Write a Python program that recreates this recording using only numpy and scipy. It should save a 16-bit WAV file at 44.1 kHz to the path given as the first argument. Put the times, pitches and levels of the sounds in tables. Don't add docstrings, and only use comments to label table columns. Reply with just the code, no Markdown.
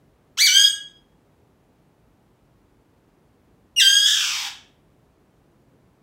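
import sys
import numpy as np
from scipy import signal
from scipy.fft import rfft, irfft, next_fast_len
from scipy.io import wavfile
from scipy.ndimage import uniform_filter1d

SR = 44100
rng = np.random.default_rng(int(sys.argv[2]) if len(sys.argv) > 2 else 0)


def dump(signal):
    limited = np.clip(np.atleast_2d(signal).T, -1, 1)
    pcm = np.round(limited * 32767).astype(np.int16)
    wavfile.write(sys.argv[1], SR, pcm)


N = 265878
TIME = np.arange(N) / SR
CUTOFF_HZ = 15750

HELD_HZ, ENTRY_GLIDE_S, SWOOP_S, RELEASE_S = 1650.3, .064, .011, .048
ONSET_CHAOS, ONSET_SETTLE_S = 0.06446, .04
LANDING_CHAOS, LANDING_AFTER_S, LANDING_S = 0.02, 0.0452, 0.033
HELD_CHAOS = .004
FLUTTER_HZ, FLUTTER_PER_S = 366.6, .21
RASP_START_S, RASP_BREAK_S, RASP_HOLD_S = 4.04, .045, .085
RASP_JUMP_HZ, RASP_SINK_HZ_PER_S, RASP_FADE_DB_PER_S = 70.03, 2600, 11.5
RASP_CHAOS, RASP_CHAOS_PER_S = .064, .22
RASP_FLUTTER_LOSS = .3
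BEAK_PER_DB, LANDING_LIFT_DB, RASP_LIFT_DB = 0.0808, 1.5, 1.43
MOUTH_HZ, MOUTH_WIDTH_HZ, MOUTH_DB = 6666.7, 390, 1.5


def from_db(db):
    return 10 ** (np.asarray(db) / 20)


def rms_one(x):
    return x / np.sqrt(np.mean(x ** 2) + 1e-20)


def bell(x, centre, width):
    return np.exp(-((x - centre) / width) ** 2)


def ramp(t, start_s, length_s):
    return np.clip((t - start_s) / length_s, 0, 1)


def in_time(rows, t):
    s, *columns = np.transpose(rows)
    return [np.interp(t, s, column) for column in columns]


def at_hz(points, hz):
    known_hz, values = np.transpose(points)
    return np.interp(np.log(np.maximum(hz, 1)), np.log(known_hz), values)


def coloured(x, spectrum):
    size = next_fast_len(2 * len(x))
    gain = from_db(at_hz(spectrum, np.fft.rfftfreq(size, 1 / SR)))
    return irfft(rfft(x, size) * gain, size)[:len(x)]


def wander(t, low_hz, top_hz):
    sos = signal.butter(4, [low_hz, top_hz], "band", fs=SR, output="sos")
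    return rms_one(signal.sosfilt(sos, rng.standard_normal(len(t) + SR))[SR:])


def squawk(row, notches):
    # (frequency [Hz], level [dB])
    throat = [(500, -47), (800, -8.5), (1150, -13.5), (1650, -9), (2000, -13), (2350, -5), (2750, -5.5),
              (3300, 0), (3650, -2.5), (4100, -8), (4700, -5.5), (5500, -0.5), (6600, -10), (8200, -13.5),
              (9100, -23.5), (11500, -23), (15500, -25)]
    start, _, end, *_ = row
    sounding = (TIME >= start) & (TIME <= end)
    t = TIME[sounding]
    pitch, level_db, chaos, flutter, beak, mouth_db = gesture(t, *row)
    source = syrinx(t, pitch, chaos, flutter, beak, mouth_db)
    hz = np.linspace(20, SR / 2, 1000)
    tract_db = at_hz(throat, hz) + sum(db * bell(hz, centre, width) for centre, width, db in notches)
    voice = coloured(source, np.column_stack([hz, tract_db]))
    power = uniform_filter1d(voice ** 2, size=600)
    out = np.zeros(N)
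    out[sounding] = from_db(level_db) * voice / np.sqrt(power + 1e-12)
    return out


def gesture(t, start, swoop, end, attack, db, fade, first_hz, next_hz, sag_hz, recovery, dip_db, rough, lift_db):
    # (time [s], half length [s], level change [dB])
    mouth_dips = [(.440, .018, -11), (3.848, .022, -46)]
    age = t - start
    held = np.maximum(t - swoop, 0)
    rasping = np.maximum(t - RASP_START_S, 0)
    rasp = ramp(t, RASP_START_S, RASP_BREAK_S)
    landing = bell(t, swoop + LANDING_AFTER_S, LANDING_S)
    entry = first_hz + (next_hz - first_hz) * np.sin(np.pi / 2 * ramp(t, start, ENTRY_GLIDE_S))
    note = HELD_HZ - sag_hz * bell(held, 0, recovery)
    note += RASP_JUMP_HZ * rasp - RASP_SINK_HZ_PER_S * np.maximum(rasping - RASP_HOLD_S, 0)
    swooped = (1 + np.tanh((t - swoop) / SWOOP_S)) / 2
    pitch = np.maximum(entry + (note - entry) * swooped, HELD_HZ / 10)
    gate = ramp(t, start, attack) * (1 - ramp(t, end - RELEASE_S, RELEASE_S)) ** 2
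    push_db = 20 * np.log10(gate + 1e-4) - fade * age - RASP_FADE_DB_PER_S * rasping
    level_db = db + push_db - dip_db * landing
    onset_chaos = ONSET_CHAOS * bell(age, 0, ONSET_SETTLE_S)
    chaos = HELD_CHAOS + rough * np.maximum(onset_chaos, LANDING_CHAOS * landing)
    chaos += RASP_CHAOS * rasp + RASP_CHAOS_PER_S * rasping
    flutter = FLUTTER_PER_S * held * (1 - RASP_FLUTTER_LOSS * rasp)
    beak = lift_db + BEAK_PER_DB * push_db + LANDING_LIFT_DB * landing + RASP_LIFT_DB * rasp
    mouth_db = MOUTH_DB + sum(drop_db * bell(t, s, length) for s, length, drop_db in mouth_dips)
    return pitch, level_db, chaos, flutter, beak, mouth_db


def syrinx(t, pitch, chaos, flutter, beak, mouth_db, shimmer=1.4, throb=0.65, rush=.3, stagger=.25,
           widest_blur=6.0, reach=1.5):
    # (multiple of the pitch, level [dB])
    harmonics = [(1, 2.5), (2, 3), (3, -2), (4, 1), (5, -1), (6, -2.5), (8, -5)]
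    flutter_hz = FLUTTER_HZ * (1 + 0.02 * wander(t, low_hz=5, top_hz=50.6))
    beat = np.sin(2 * np.pi * np.cumsum(flutter_hz) / SR)
    staggering = stagger * chaos * wander(t, low_hz=25, top_hz=79.137)
    phase = 2 * np.pi * np.cumsum(pitch * (1 + staggering)) / SR
    lurch = reach * np.tanh(wander(t, low_hz=92.13, top_hz=377))
    jitter = 2 * np.pi * np.cumsum(pitch * (flutter * beat + chaos * lurch)) / SR
    tone = np.zeros(len(t))
    for k in np.arange(1, CUTOFF_HZ // pitch.min() + 1):
        level_db = np.interp(k, *np.transpose(harmonics)) + beak * np.log2(k)
        level_db += mouth_db * bell(k * pitch, MOUTH_HZ, MOUTH_WIDTH_HZ)
        audible = np.clip((SR / 2 - k * pitch) / (SR / 2 - CUTOFF_HZ), 0, 1)
        blur = widest_blur * np.tanh(k / widest_blur)
        tone += from_db(level_db) * audible * np.sin(k * phase + blur * jitter)
    uneven = shimmer * chaos * wander(t, low_hz=60.62, top_hz=315.6)
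    strength = np.exp(throb * flutter * beat + uneven)
    air = rush * chaos * (1 + np.cos(phase + jitter)) * rng.standard_normal(len(t))
    return strength * (tone + air)


def swelling(x, band_hz=3450, width_hz=450):
    # (time [s], half length [s], level change [dB])
    swells = [(0.562, 0.0144, 7.5), (0.63, 0.0085, -8), (0.651, 0.0086, 8.5), (3.823, .007, 3),
              (3.858, .012, -5.5), (3.888, 0.01, 4), (3.943, .009, -15), (3.955, 0.0043, 9),
              (4.063, 0.0122, 5)]
    band = irfft(rfft(x) * bell(np.fft.rfftfreq(N, 1 / SR), band_hz, width_hz), N)
    swell_db = sum(db * bell(TIME, s, length) for s, length, db in swells)
    return x + band * (from_db(swell_db) - 1)


def whistle(overtone_step_db=-7.5, waver=0.0093, hiss_db=-34):
    # (time [s], pitch [Hz], level [dB])
    glide = [(3.761, 2920, -46.5), (3.765, 2881, -26), (3.775, 2830, -21), (3.787, 2867, -15.5),
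             (3.794, 2686, -15), (3.803, 2725, -41.5)]
    pitch, level_db = in_time(glide, TIME)
    wavering = waver * wander(TIME, low_hz=100, top_hz=690.5)
    phase = 2 * np.pi * np.cumsum(pitch * (1 + wavering)) / SR
    tone = sum(from_db(overtone_step_db * k) * np.sin((k + 1) * phase) for k in range(5))
    air = from_db(hiss_db) * rms_one(np.diff(rng.standard_normal(N + 1)))
    sounding = (TIME >= glide[0][0]) & (TIME <= glide[-1][0])
    return from_db(level_db) * (rms_one(tone) + air) * sounding


def room(x, wet_db=-3.0, first_echo_s=0.001774, build_s=0.0071):
    # (frequency [Hz], time to fall 60 dB [s])
    ring = [(800, 0.44), (1600, 0.47), (3300, 0.421), (5000, 0.35), (8000, .36), (11000, .3), (16000, 0.25)]
    t = TIME[:SR]
    hz, frame_s, bands = signal.stft(rng.standard_normal(len(t)), SR, nperseg=256)
    dying = from_db(-60 * frame_s / at_hz(ring, hz)[:, None])
    echoes = signal.istft(bands * dying, SR)[1][:len(t)]
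    echoes *= ramp(t, first_echo_s, build_s)
    return from_db(wet_db) * signal.fftconvolve(x, echoes / np.linalg.norm(echoes))[:N]


def house(level_db=-59, low_cut_hz=38):
    # (frequency [Hz], relative level [dB per Hz])
    noise_spectrum = [(15, -36.5), (25, -7), (49, -0.5), (82, -4), (133, -0.5), (233, -5), (274, -4),
                      (340, -6.5), (410, -7.5), (509, -11), (762, -14.5), (826, -15), (1570, -23),
                      (5010, -35), (15500, -40)]
    noise = coloured(rng.standard_normal(N), noise_spectrum)
    low_cut = signal.butter(6, low_cut_hz, "high", fs=SR, output="sos")
    return from_db(level_db) * rms_one(signal.sosfilt(low_cut, noise))


def scene():
    # (start [s], swoop [s], end [s], attack [s], level [dB], fade [dB per s], first pitch [Hz],
    #  pitch the entry glides towards [Hz], sag [Hz], recovery [s], dip after the swoop [dB],
    #  roughness [0-1], lift of the upper harmonics [dB per octave])
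    squawks = [(.371, .468, 0.7124, 0.042, -14, 6, 950.4, 2320, 216.2, .085, 6.5, .95, 2.5),
               (3.795, 3.808, 4.5212, .005, -13.5, 19.5, 2113, 2094, 84.85, .115, 2, 0.3, 1.6048)]
    # (frequency [Hz], width [Hz], level [dB])
    windpipe = [
        [(1260, 52, -2), (2600, 140, -6), (5252.6, 140, -13.5), (7440, 180, -11.5), (10328, 270, -8.5)],
        [(2260, 86, -0.5), (4059, 120, -5.5), (5487, 780, -2.5), (7500, 180, -1), (10440, 250, -0.5)],
    ]
    calls = sum(squawk(row, notches) for row, notches in zip(squawks, windpipe))
    bird = whistle() + swelling(calls)
    return (bird + room(bird) + house())[None]


def record(dry):
    top_cut = signal.ellip(12, .1, 90, CUTOFF_HZ, fs=SR, output="sos")
    return signal.sosfilt(top_cut, dry)


dry = scene()
out = record(dry)
dump(out)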